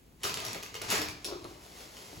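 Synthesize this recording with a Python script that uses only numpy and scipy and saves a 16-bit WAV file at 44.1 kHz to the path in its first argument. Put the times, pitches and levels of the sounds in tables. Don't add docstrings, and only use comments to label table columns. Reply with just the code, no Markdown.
import sys
import numpy as np
from scipy import signal
from scipy.fft import rfft, irfft
from scipy.io import wavfile

SR = 44100
rng = np.random.default_rng(int(sys.argv[2]) if len(sys.argv) > 2 else 0)


def wav_out(sig):
    wavfile.write(sys.argv[1], SR, np.round(np.clip(np.atleast_2d(sig).T, -1, 1) * 32767).astype(np.int16))


N = 97020

# (time [s], snap level [dB], shell clack level [dB],
# direct path against room [dB], ring pitch of the struck part [Hz], ring level [dB])
LADDER_CLICKS = [(0.2338, -6, -8.5, -5, 5830, -24), (0.2382, -6, -10.5, -8, 5060, -12),
                 (0.2409, -29, -10.5, -1, 1180, -16.5), (.2522, -33, -14, 1.5, 1360, -12),
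                 (.2620, -8, -13.5, -10, 4700, -15), (.2953, -19, -14, 0, 2620, -20),
                 (0.3422, -10, -23, 0, 2950, -19.5), (0.3722, -23, -13, 0, 2670, -19.5),
                 (.4022, -33, -18.5, 3, 3200, -28), (0.4504, -12, -16.5, 0.5, 5800, -19),
                 (0.4653, -28, -18, 1, 5700, -16.5), (0.483, -21, -25, 1, 5860, -23),
                 (0.531, -21.5, -36, 7.5, 7100, -34), (.5470, -36, -10.5, -3, 2220, -21),
                 (0.6273, -18, -25, -0.5, 4460, -41), (.6328, -20.5, -19, 0.5, 6100, -24),
                 (0.6617, -45, -21.5, 1, 4040, -43), (0.7428, -18.5, -19, -2, 2130, -19.5),
                 (.7520, -24, -12.5, -3, 3130, -19), (0.8158, -29, -10.5, -4, 2450, -19),
                 (.8188, -21, -24.5, 5.5, 5400, -33), (0.8842, -20, -17, -6, 4000, -24),
                 (0.9024, -1.5, -12, -4, 5300, -18), (.9055, -10, -6.5, -11, 2640, -9),
                 (0.9108, -10, -2.5, -10, 1850, -8.5), (0.9168, -12, -3.5, -8, 6060, -12),
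                 (0.9311, -27, -13, -4, 2310, -14), (.9440, -5.5, -8.5, -17, 1060, -19.5),
                 (0.9557, -25, -11.5, -5, 1730, -7.5), (0.9785, -11, -7.5, -5, 1010, -18),
                 (1.0170, -9.5, -12.5, -2, 5440, -15), (1.0860, -14.5, -25, -3, 2340, -16),
                 (1.2457, -7.5, -15.5, -5, 2780, -31), (1.2506, -18.5, -18, 0, 5300, -15.5),
                 (1.4432, -30, -32, 2, 4150, -28.5), (1.9680, -35, -22.5, -3, 3050, -27)]
# (time [s], level [dB], pitch the blow favours [Hz])
BODY_BUMPS = [(.241, -32, 403), (.392, -49, 390), (.549, -38, 278.6), (.557, -34, 167), (.822, -41, 640),
              (.925, -33, 180), (.943, -34, 440), (.990, -32, 292), (1.258, -36, 355), (1.274, -33, 395),
              (1.305, -41, 590), (1.322, -28.5, 355), (1.336, -41, 602), (1.354, -31, 356),
              (1.447, -35.5, 338), (1.450, -38, 1230), (1.508, -39.5, 380), (2.128, -41, 332),
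              (2.165, -50, 130)]
# (frequency [Hz], level [dB], T60 [s])
BODY_MODES = [(112, -10, 0.094), (183.3, 0, 0.077), (303.4, -3.5, 0.39), (358.2, -0.5, 0.088),
              (407.2, -8.5, 0.28), (447.5, -10.5, 0.14), (557, 0.5, 0.12), (641, 8.5, 0.031),
              (768, 10, 0.045), (1097, -19.5, 0.091), (1190, -33.5, .09), (1314, 6.5, 0.04)]
# (frequency [Hz], width [Hz], lift [dB])
SHELL_RESONANCES = [(424, 58, 7), (700, 110, 1), (1013, 12, 6.5), (1225, 116, 8.5), (1650, 110, 1),
                    (2040, 280, 3.5), (2420, 23, 2), (2620, 470, 2), (4255, 110, 1.5)]

# (frequency [Hz], relative level [dB])
SNAP_COLOUR = [(100, -30), (700, -28), (2000, -11.5), (4000, 0.5), (6300, 1.5), (8000, -1), (11000, 0),
               (16000, -14)]
# (frequency [Hz], relative level [dB])
CLACK_COLOUR = [(60, -20), (200, -13.5), (400, 3), (800, -1), (1500, -0.5), (2700, 1), (5000, -2),
                (8000, -5.5), (16000, -9)]
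# (frequency [Hz], relative level [dB])
SCRAPE_COLOUR = [(60, -14.5), (220, -3), (400, -0.5), (800, 0), (1500, -3), (2700, -2), (5000, -3.5),
                 (7500, -4.5), (11000, -8), (16000, -36)]
# (frequency [Hz], relative level [dB])
CLOTH_COLOUR = [(60, -25), (350, 5), (700, 2), (1500, -1.5), (3000, -2), (5000, -1.5), (7500, -3.5),
                (11000, -5), (16000, -12.5)]
# (frequency [Hz], relative level [dB])
DRAG_COLOUR = [(80, -14), (260, -6), (365, 4.5), (470, -5), (620, -2), (800, -7.5), (1100, -2), (1600, -18),
               (4000, -22), (16000, -66)]
# (frequency [Hz], relative level [dB])
RUMBLE_COLOUR = [(20, -42), (35, -12), (55, -3.5), (110, 7.5), (170, -3.5), (300, -13.5), (1000, -58),
                 (16000, -81)]
# (frequency [Hz], relative level [dB])
AIR_COLOUR = [(20, -32), (50, -0.5), (100, -8.5), (150, -8), (330, -11.5), (480, -20), (1200, -27.5),
              (2400, -29.5), (5000, -33.5), (16000, -33.5)]

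# (time [s], level [dB])
SLIDE_LEVEL = [(.19, -63.5), (.228, -43.5), (.25, -37), (.32, -48), (.39, -40.5), (.44, -43.5), (.51, -40),
               (.565, -58), (.59, -51), (.72, -55), (.76, -50), (.805, -81), (.835, -39.5), (.875, -46),
               (.897, -26.5), (.93, -33), (.985, -42), (1.05, -76), (1.22, -55.5), (1.5, -64)]
# (time [s], level [dB])
DRAG_LEVEL = [(1.23, -71), (1.27, -46), (1.335, -42.5), (1.375, -58), (1.435, -65), (1.45, -39),
              (1.48, -60), (1.55, -58.5), (1.7, -71.5)]
# (time [s], level [dB])
RUSTLE_LEVEL = [(1.35, -62.5), (1.5, -54.5), (1.58, -60), (1.63, -52.5), (1.69, -55), (1.81, -46.5),
                (1.88, -54), (1.98, -50), (2.09, -50.5), (2.2, -51)]
# (time [s], level [dB])
RUMBLE_LEVEL = [(.18, -88), (.27, -51), (.56, -55.5), (.7, -63.5), (.82, -55.5), (.92, -52), (1.09, -47.5),
                (1.22, -67), (1.45, -57), (1.7, -71.5), (2.12, -65.5), (2.18, -49.5)]

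# (frequency [Hz], T60 [s])
ROOM_DECAY = [(100, 0.84), (400, 0.54), (1000, 0.56), (2500, 0.49), (5000, 0.48), (10000, 0.21),
              (16000, 0.43)]
# (frequency [Hz], side minus mid [dB])
STEREO_WIDTH = [(50, -18), (130, -11.5), (300, -11), (550, -9), (1100, -6.5), (1750, 4), (2400, -7),
                (3300, -1), (4300, -6), (5200, 2.5), (7000, -9), (16000, -30)]
# (frequency [Hz], left minus right [dB])
LEFT_LEAN = [(60, .3), (150, .4), (330, 1.5), (600, 4.5), (1100, 0), (2300, 0.2), (4500, 1.4), (12000, -2)]
# (frequency [Hz], phase [radians])
LEFT_PHASE = [(100, 0.022), (500, 0.79), (1000, 1.48), (1500, 2), (2100, 0.47), (3300, 0.91), (3700, -0.72),
              (4500, 0.028)]

SNAP_S, SNAP_CHATTER_DB = 0.00047, -8.5
CLACK_S, CLACK_CHATTER_DB = 0.0026, -4
CHATTER_S, RING_T60_S = 0.0054, 0.012

FAVOUR_OCTAVES, OTHER_MODES_DB, BUMP_RISE_S, BUMP_ROOM_DB = 0.1, -22.5, 0.0018, -8.5

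SLIPS_PER_S, SLIP_SPREAD_DB, SLIDE_DIRECT_DB = 1500, 3.5, -8
JUDDERS_PER_S, JUDDER_SPREAD_DB, DRAG_DIRECT_DB = 500, 3, 3.5
FIBRES_PER_S, FIBRE_SPREAD_DB, CLOTH_DIRECT_DB = 5000, 3.5, 0

AIR_DB = -58
ROOM_GAP_S, ROOM_BUILD_S = 0.0034, 0.0016
TAILS_TRADE_HZ = 3.3
COMB_FROM_HZ, COMB_PERIOD_HZ, COMB_FADE_HZ = 6793, 4340, 500
EDGE_HZ = 16050


def ladder():
    _, snap_db, clack_db, _, ring_hz, ring_db = np.transpose(LADDER_CLICKS)
    snaps = contacts(bursts(SNAP_S, SNAP_CHATTER_DB), snap_db)
    snaps = colour(snaps, SNAP_COLOUR, SHELL_RESONANCES)
    clacks = contacts(bursts(CLACK_S, CLACK_CHATTER_DB), clack_db)
    clacks = colour(clacks, CLACK_COLOUR, SHELL_RESONANCES)

    t = np.arange(SR // 20) / SR
    ring_decay = np.exp(-np.log(1000) * t / RING_T60_S)
    rings = contacts(np.sin(2 * np.pi * ring_hz[:, None] * t) * ring_decay, ring_db)

    scrape = friction(SLIDE_LEVEL, SLIPS_PER_S, SLIP_SPREAD_DB, SLIDE_DIRECT_DB)
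    scrape = colour(scrape, SCRAPE_COLOUR, SHELL_RESONANCES)
    return snaps + clacks + rings + scrape


def bursts(decay_s, chatter_db, size=1024):
    t = np.arange(size) / SR
    envelope = np.exp(-t / decay_s) + amp(chatter_db) * np.exp(-t / CHATTER_S)
    return envelope * rng.standard_normal((len(LADDER_CLICKS), size))


def contacts(sounds, levels_db):
    near, far = np.zeros(N), np.zeros(N)
    for (s, _, _, direct_db, _, _), sound, db in zip(LADDER_CLICKS, sounds, levels_db):
        hit = amp(db) * sound / np.linalg.norm(sound)
        add(far, s, hit)
        add(near, s, amp(direct_db) * hit)
    return direct(near) + kitchen(far)


def truck():
    t = np.arange(SR // 3) / SR
    hz, db, t60 = np.transpose(BODY_MODES)[:, :, None]
    decay = np.exp(-np.log(1000) * t / t60)
    rise = 1 - np.exp(-t / BUMP_RISE_S)
    rings = amp(db) * decay * np.sin(2 * np.pi * hz * t) * rise

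    bumps = np.zeros(N)
    mode_signs = rng.choice([-1, 1], (len(BODY_BUMPS), len(BODY_MODES), 1))
    for (s, blow_db, favoured_hz), signs in zip(BODY_BUMPS, mode_signs):
        octaves_away = np.log2(hz / favoured_hz)
        weight = np.exp(-(octaves_away / FAVOUR_OCTAVES) ** 2)
        weight = np.maximum(weight, amp(OTHER_MODES_DB))
        bump = (signs * weight * rings).sum(0) / np.linalg.norm(weight)
        add(bumps, s, amp(blow_db) * bump)

    drag = friction(DRAG_LEVEL, JUDDERS_PER_S, JUDDER_SPREAD_DB, DRAG_DIRECT_DB)
    return bumps + amp(BUMP_ROOM_DB) * kitchen(bumps) + colour(drag, DRAG_COLOUR)


def sleeves():
    rustle = friction(RUSTLE_LEVEL, FIBRES_PER_S, FIBRE_SPREAD_DB, CLOTH_DIRECT_DB)
    return colour(rustle, CLOTH_COLOUR)


def friction(curve, per_s, spread_db, direct_db):
    sizes = amp(spread_db * np.minimum(rng.exponential(1, N), 4))
    signs = rng.choice([-1, 1], N)
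    happens = rng.random(N) < per_s / SR
    slips = unit(sizes * signs * happens) * level(curve)
    near = amp(direct_db) * direct(slips)
    return (near + kitchen(slips)) / np.hypot(1, amp(direct_db))


def background():
    air = unit(colour(diffuse(rng.standard_normal((2, N))), AIR_COLOUR))
    rumble = unit(colour(diffuse(rng.standard_normal((2, N))), RUMBLE_COLOUR))
    return amp(AIR_DB) * air + level(RUMBLE_LEVEL) * rumble


def kitchen(x):
    turn = 2 * np.pi * TAILS_TRADE_HZ * np.arange(N) / SR
    out = 0
    for share in (np.cos(turn), np.sin(turn)):
        echoes = rng.standard_normal((2, SR)) * (rng.random((2, SR)) < .15)
        hz, t, bands = signal.stft(diffuse(echoes), SR, nperseg=256)
        decay = amp(-60 * t / read(ROOM_DECAY, hz)[:, None])
        tail = signal.istft(bands * decay, SR, nperseg=256)[1]
        tail_t = np.arange(tail.shape[1]) / SR
        tail = tail * np.clip((tail_t - ROOM_GAP_S) / ROOM_BUILD_S, 0, 1)
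        tail = tail / np.sqrt(np.sum(tail ** 2) / 2)
        out = out + signal.fftconvolve((share * x)[None], tail, axes=1)[:, :N]
    return out


def diffuse(pair):
    mid, side = rfft(pair)
    width = amp(read(STEREO_WIDTH, np.fft.rfftfreq(pair.shape[1], 1 / SR)))
    spectra = np.array([mid + width * side, mid - width * side])
    return irfft(spectra / np.sqrt(1 + width ** 2), pair.shape[1])


def direct(x):
    return np.array([x, x])


def colour(x, points, peaks=(), size=4096):
    hz = abs(np.fft.fftfreq(size, 1 / SR))
    db = read(points, hz)
    for f, width, lift in peaks:
        db = db + lift / (1 + (2 * (hz - f) / width) ** 2)
    spectrum = np.exp(np.conj(signal.hilbert(np.log(amp(db)))))
    taps = np.fft.ifft(spectrum).real[:size // 2]
    return signal.fftconvolve(x, taps[None] / np.linalg.norm(taps), axes=1)[:, :N]


def amp(db):
    return 10 ** (np.asarray(db) / 20)


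def unit(x):
    return x / np.sqrt(np.mean(x ** 2) + 1e-20)


def read(points, hz):
    f, value = np.transpose(points)
    return np.interp(np.log(hz + 1), np.log(f + 1), value)


def level(points):
    s, db = np.transpose(points)
    return amp(np.interp(np.arange(N) / SR, s, db, left=-120))


def add(mix, s, sound):
    part = mix[max(round(s * SR), 0):][:len(sound)]
    part += sound[:len(part)]


def scene():
    return ladder() + truck() + sleeves() + background()


def record(dry):
    hz = np.fft.rfftfreq(N, 1 / SR)
    lean = amp(read(LEFT_LEAN, hz) / 2) * np.exp(.5j * read(LEFT_PHASE, hz))
    left, right = rfft(dry) * np.array([lean, 1 / lean])

    angle = np.pi * np.maximum(hz - COMB_FROM_HZ, 0) / COMB_PERIOD_HZ
    mid, side = np.cos(angle) * left, 1j * np.sin(angle) * right
    turned = np.array([mid - side, mid + side])
    treble = np.clip(1 + (hz - COMB_FROM_HZ) / COMB_FADE_HZ, 0, 1)
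    heard = irfft((1 - treble) * np.array([left, right]) + treble * turned, N)

    low_pass = signal.firwin(301, EDGE_HZ, window=("kaiser", 9), fs=SR)
    return signal.oaconvolve(heard, low_pass[None], "same")


dry = scene()
out = record(dry)
wav_out(out)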